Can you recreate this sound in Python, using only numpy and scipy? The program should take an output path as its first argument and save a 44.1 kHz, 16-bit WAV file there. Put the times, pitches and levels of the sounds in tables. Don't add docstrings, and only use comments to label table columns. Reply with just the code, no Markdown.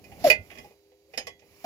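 import sys
import numpy as np
from scipy import signal
from scipy.fft import rfft, irfft
from scipy.io import wavfile
from scipy.ndimage import uniform_filter1d

SR = 44100
rng = np.random.default_rng(int(sys.argv[2]) if len(sys.argv) > 2 else 0)


def waveform_to_disk(signal):
    frames = np.transpose(np.atleast_2d(signal))
    scaled = np.clip(frames, -1, 1) * 32767
    samples = np.round(scaled).astype(np.int16)
    wavfile.write(sys.argv[1], SR, samples)


N = 72765
TIME = np.arange(N) / SR
FREQS = np.fft.rfftfreq(N, 1 / SR)

# time in seconds, pitch in Hz, level in dB.
VALVE_CHIRP = [(.239, 718, -53.5), (0.244, 717, -21), (0.253, 663, -10), (.257, 643, -18), (0.26, 596, -21),
               (.27, 602, -14), (0.277, 558.5, -22.5), (0.289, 523, -22), (.303, 481, -31)]
# time in seconds, level in dB.
HISS_LEVELS = [(.19, -56), (.205, -47), (.238, -47), (.243, -30), (.262, -29), (.272, -24.5), (.286, -26.5),
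               (.3, -34), (.34, -71.5)]
# frequency in Hz, relative level in dB.
HISS_SPECTRUM = [(40, -6), (150, -15.5), (270, 1), (420, 1.5), (1000, -7), (2300, 2.5), (3300, -2.5),
                 (5000, -2.5), (7300, -8), (8600, -22), (10500, -8.5), (14200, -9.5), (16000, -21)]
# start in seconds, then levels in dB for
CONTACTS = [(.041, -74, -59, -54, -63, -50.5, -61, -110), (.117, -60, -49, -85, -62, -55.5, -89, -79),
            (.3008, -25.5, -20, -22.5, -25.5, -10, -54, -37), (.501, -57, -41, -66, -65, -64, -64, -66),
            (.513, -50.5, -47, -73, -61, -61, -59, -49.5), (.552, -60, -49, -62, -70, -56, -68, -50.5),
            (.574, -57, -48, -61, -80, -50, -62, -57), (.584, -59.5, -49.5, -54.5, -63, -52, -51, -42),
            (.644, -49.5, -62, -64.5, -67, -58, -62, -59.5), (.706, -54, -70, -68, -82, -66.5, -76, -68),
            (.917, -62.5, -70, -84, -92, -83, -81, -70), (1.136, -45.5, -44.5, -59, -76, -46.5, -55.5, -63),
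            (1.1753, -37, -29, -30, -43, -52, -28, -44.5),
            (1.2695, -42.5, -42, -40.5, -48.5, -46, -43, -36.5),
            (1.392, -93, -60.5, -58, -82, -81, -76, -77), (1.42, -59, -62, -77, -88, -63, -86, -78)]
# low edge in Hz, high edge in Hz,
# rise time in seconds, fade time in seconds. A fade time (t60) is how long a drop of 60 dB takes.
CLATTER_BANDS = [(404.2, 832, .003, .13), (1800, 2970, .001, 0.15), (3672, 6930, 0.00047, 0.11),
                 (9600, 11000, 0.00028, 0.09)]
# frequency in Hz, relative level in dB.
SNAP_SPECTRUM = [(1000, -28.5), (3500, -7), (5700, 3), (7500, -3), (9000, -8.5), (10200, 0), (11600, -7),
                 (13700, 3), (16000, -5.5)]
# pitch in Hz, relative level in dB, fade time in seconds.
TANK_MODES = [(613, -8.5, .115), (844, -19, 0.13), (1432, -33, .29), (1952, -4, 0.13), (2055.5, -2.5, .19),
              (2400, -11, 0.17), (2420, 0, 0.16), (2481, 5.5, .125), (2650, -11.5, 0.17), (2915, -7, 0.09),
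              (3516, -16.5, .085), (4290, -19, 0.14), (4692, -8.5, .1), (4840, -10.5, 0.096)]
ROD_MODES = [(515.5, -7, .13), (788.5, -10, 0.17), (1770, -4.5, 0.16), (2023, -1, .1), (2505, -7.5, 0.17),
             (3040, -3.5, 0.18), (4760, -6.5, 0.091), (4860, -2, 0.13), (5220, 3, 0.093),
             (5460, -1.5, 0.12), (6524, -10, 0.21), (9850, -7.5, 0.0813), (10200, -9, 0.098),
             (12800, -23, 0.0512)]
BARREL_MODES = [(490, -7.5, 0.13), (600, -5.5, .13), (854, -9.5, .12), (1114, -6.5, 0.098),
                (1964, -5, 0.24), (2057, -0.5, 0.2), (2490, -13.5, .13), (3248, -8, .11),
                (3332, -4.5, 0.26), (5020, -16, .13), (5800, -7, .09), (6940, -10.5, 0.06),
                (7300, -12, .09)]
# start in seconds, pitch in Hz, level in dB, fade time in seconds.
TANK_BUMPS = [(0.113, 102.3, -41, 0.13), (.113, 791, -44, 0.061), (0.236, 274, -29.5, .09),
              (0.267, 147.6, -35.5, .07), (.298, 76, -40, .16), (0.383, 90.6, -33, .11),
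              (.572, 236.6, -49, 0.18), (.639, 818, -44.5, 0.11), (.913, 508, -53.5, 0.14),
              (1.083, 543, -57.5, .18), (1.132, 774, -48.5, 0.097), (1.174, 252.7, -42, 0.048),
              (1.269, 74.5, -62, .2), (1.415, 480, -59, 0.18), (1.640, 261, -33.5, .09)]
# time in seconds, level in dB.
SLIDE_LEVELS = [(0, -63.5), (.06, -58), (.19, -53.5), (.36, -66.5), (.46, -57), (.6, -55), (.68, -58),
                (.78, -71.5), (1.05, -81), (1.14, -59), (1.38, -76), (1.46, -63.5), (1.54, -59),
                (1.65, -52.5)]
HAND_LEVELS = [(0, -56), (.13, -49.5), (.225, -44.5), (.36, -45), (.47, -57.5), (.59, -53), (.68, -56.5),
               (.78, -77), (1.06, -78.5), (1.2, -55.5), (1.32, -61), (1.39, -69), (1.52, -62.5),
               (1.65, -67.5)]
# frequency in Hz, relative level in dB.
SLIDE_SPECTRUM = [(300, -16.5), (1100, -2.5), (1500, -7.5), (2300, 4.5), (3600, -8), (5600, -5), (7200, -7),
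                  (8700, -13.5), (10500, -8), (14500, -9)]
HAND_SPECTRUM = [(20, -22.5), (55, 0.5), (110, 0.5), (200, -3), (400, -6.5), (650, -10), (810, -9.5),
                 (960, -26.5), (2000, -41.5), (8000, -63)]
AIR_SPECTRUM = [(20, -20.5), (75, 0.5), (130, -7.5), (220, -10.5), (330, -3), (520, -4.5), (800, -7),
                (1200, -22), (2300, -9), (3300, -13.5), (4500, -11.5), (7000, -13), (8700, -24),
                (10500, -17), (15000, -20)]
# pitch in Hz, level in dB.
HUM_TONES = [(75.4, -78), (322, -74), (402.6, -64.5), (517, -75), (3930, -79), (4635, -78.5)]
# frequency in Hz, gain in dB.
LEFT_BALANCE = [(60, -5.5), (200, -4), (400, -1), (650, 0.5), (1200, -2), (1800, -8), (2350, -15),
                (4500, -12), (8000, -6), (11000, -2), (15000, 0.06)]
# frequency in Hz, likeness from 0 to 1.
STEREO_LIKENESS = [(60, 0.75), (600, .92), (1400, 1), (3000, 0.34), (12000, 0.1)]


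def valve(metal, overtone_db=-31, ring_db=-8, room_db=-14.5):
    times, hz, db = np.transpose(VALVE_CHIRP)
    phase = 2 * np.pi * np.cumsum(np.interp(TIME, times, hz) * (TIME > times[0])) / SR
    opening = np.clip((TIME - times[0]) / 0.00067, 0, 1)
    closing = np.exp(-np.maximum(TIME - times[-1], 0) / 0.0075)
    wave = np.sin(phase) + amp(overtone_db) * np.sin(2 * phase)
    tone = np.sqrt(2) * opening * closing * amp(np.interp(TIME, times, db)) * wave
    tank_hz, _, t60 = TANK_MODES[0]
    tank_ring = signal.lfilter(*signal.iirpeak(tank_hz, tank_hz * t60 / 1.7, SR), tone)
    chirp = tone + amp(ring_db) * tank_ring + amp(room_db) * cabin_echo(tone)
    chirp *= amp([[0.25], [-0.25]])
    flowing = (TIME > HISS_LEVELS[0][0]) & (TIME < HISS_LEVELS[-1][0])
    hiss = envelope(HISS_LEVELS) * flowing * noise(metal * amp(curve(HISS_SPECTRUM)))
    return chirp + hiss


def knocks(metal, snap_db=5.5, snap_t60=0.028, bounce_s=0.0038, bounce_db=-7.5, spill_db=-22.5):
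    out, t = np.zeros((2, N)), TIME[:SR // 2]
    bounce = amp(bounce_db) * (t > bounce_s) * np.exp(-abs(t - bounce_s) / 0.0021)
    snap_colour = metal * amp(curve(SNAP_SPECTRUM))
    for start, *band_levels, tank_db, rod_db, barrel_db in CONTACTS:
        sound = amp(tank_db) * ring(TANK_MODES) + amp(rod_db) * ring(ROD_MODES)
        sound += amp(barrel_db) * ring(BARREL_MODES)
        tick_db = band_levels[-1]
        sound += amp(tick_db + snap_db - 60 * t / snap_t60) * noise(snap_colour)[:, :len(t)]
        for db, (low, high, rise, t60) in zip(band_levels, CLATTER_BANDS):
            band = 1 / np.sqrt(1 + (low / (FREQS + 1)) ** 16 + (FREQS / high) ** 16)
            spill = amp(spill_db) / (1 + (FREQS / high) ** 6)
            fade = (1 - np.exp(-t / rise)) * amp(-60 * t / t60) + bounce
            sound += amp(db) * fade * noise(metal * (band + spill))[:, :len(t)]
        add(out, start, sound)
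    return out


def ring(modes, scatter_cycles=0.22):
    t = TIME[:SR // 2]
    hz, db, t60 = np.transpose(modes)[:, :, None]
    offset = scatter_cycles * rng.standard_normal((2, len(modes), 1))
    offset[1] *= 0.5
    notes = amp(db - 60 * t / t60) * np.sin(2 * np.pi * (hz * t + offset))
    return notes.sum(1) * (1 - np.exp(-t / 0.00073))


def metal_colour(depth_db=3.5, width_hz=51):
    ripple = smooth_random(len(FREQS), width_hz * N / SR)
    return amp(depth_db * ripple * np.clip(FREQS / 4500, 0, 1) ** 2)


def bumps(rise_s=0.014):
    out = np.zeros((2, N))
    swell = np.minimum(TIME / rise_s, 1)
    for start, hz, db, t60 in TANK_BUMPS:
        fade = amp(db - 60 * np.maximum(TIME - rise_s, 0) / t60)
        add(out, start, fade * swell * np.sin(2 * np.pi * hz * TIME))
    return out


def rubbing(metal, grain_db=0.13):
    grain = amp(grain_db * waver(0.0057))
    slide = envelope(SLIDE_LEVELS) * grain * noise(metal * amp(curve(SLIDE_SPECTRUM)))
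    hand = envelope(HAND_LEVELS) * noise(amp(curve(HAND_SPECTRUM)))
    return slide + hand


def cabin_echo(sound, t60=0.2):
    tail = noise(1) * amp(-60 * TIME / t60) * np.minimum(TIME / 0.008, 1)
    tail = tail[:, :SR // 3]
    return signal.fftconvolve(sound[None], tail / np.linalg.norm(tail[0]), axes=1)[:, :N]


def background(air_db=-68, wobble=0.12):
    hum = np.zeros(N)
    for hz, db in HUM_TONES:
        gain = amp(db) * np.sqrt(2) * (1 + wobble * waver(0.08))
        phase = 2 * np.pi * (hz * TIME + rng.random()) + wobble * waver(0.078)
        hum += gain * np.sin(phase)
    return hum + amp(air_db) * noise(amp(curve(AIR_SPECTRUM)))


def noise(colour):
    shared, separate = rfft(rng.standard_normal((2, N)))
    likeness = np.clip(curve(STEREO_LIKENESS), 0, 1)
    left = likeness * shared + np.sqrt(1 - likeness ** 2) * separate
    return unit_rms(irfft(np.array([left, shared]) * colour, N))


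def waver(seconds):
    return smooth_random(N, seconds * SR)


def smooth_random(count, width):
    size = max(round(width), 1)
    return unit_rms(uniform_filter1d(uniform_filter1d(rng.standard_normal(count), size), size))


def amp(db):
    return 10 ** (np.asarray(db) / 20)


def unit_rms(x):
    return x / np.sqrt(np.mean(x ** 2) + 1e-20)


def curve(points):
    hz, value = np.transpose(points)
    return np.interp(np.log(FREQS + 1), np.log(hz), value)


def envelope(points):
    return amp(np.interp(TIME, *np.transpose(points)))


def add(mix, start, sound):
    part = mix[..., max(round(start * SR), 0):]
    n = min(part.shape[-1], sound.shape[-1])
    part[..., :n] += sound[..., :n]


def scene(echo_db=-12.5, next_delay_s=1.4015, next_db=-11):
    metal = metal_colour()
    hits = knocks(metal)
    out = valve(metal) + hits + amp(echo_db) * cabin_echo(hits[1], t60=0.071)
    out += bumps() + rubbing(metal) + background()
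    next_stroke = valve(metal) * (TIME > VALVE_CHIRP[0][0])
    add(out, next_delay_s, amp(next_db) * next_stroke)
    return out


def record(dry, left_lead_s=0.00016, notch_hz=8650, notch_q=6, top_hz=15800):
    left = irfft(rfft(dry[0]) * amp(curve(LEFT_BALANCE)), N)
    left = np.interp(TIME + round(left_lead_s * SR) / SR, TIME, left, right=0)
    pair = signal.lfilter(*signal.iirnotch(notch_hz, notch_q, SR), np.array([left, dry[1]]))
    pair = pair / (1 + pair ** 6) ** (1 / 6)
    lowpass = signal.firwin(255, top_hz, window=("kaiser", 9), fs=SR)
    return signal.oaconvolve(pair, lowpass[None], "same")


dry = scene()
out = record(dry)
waveform_to_disk(out)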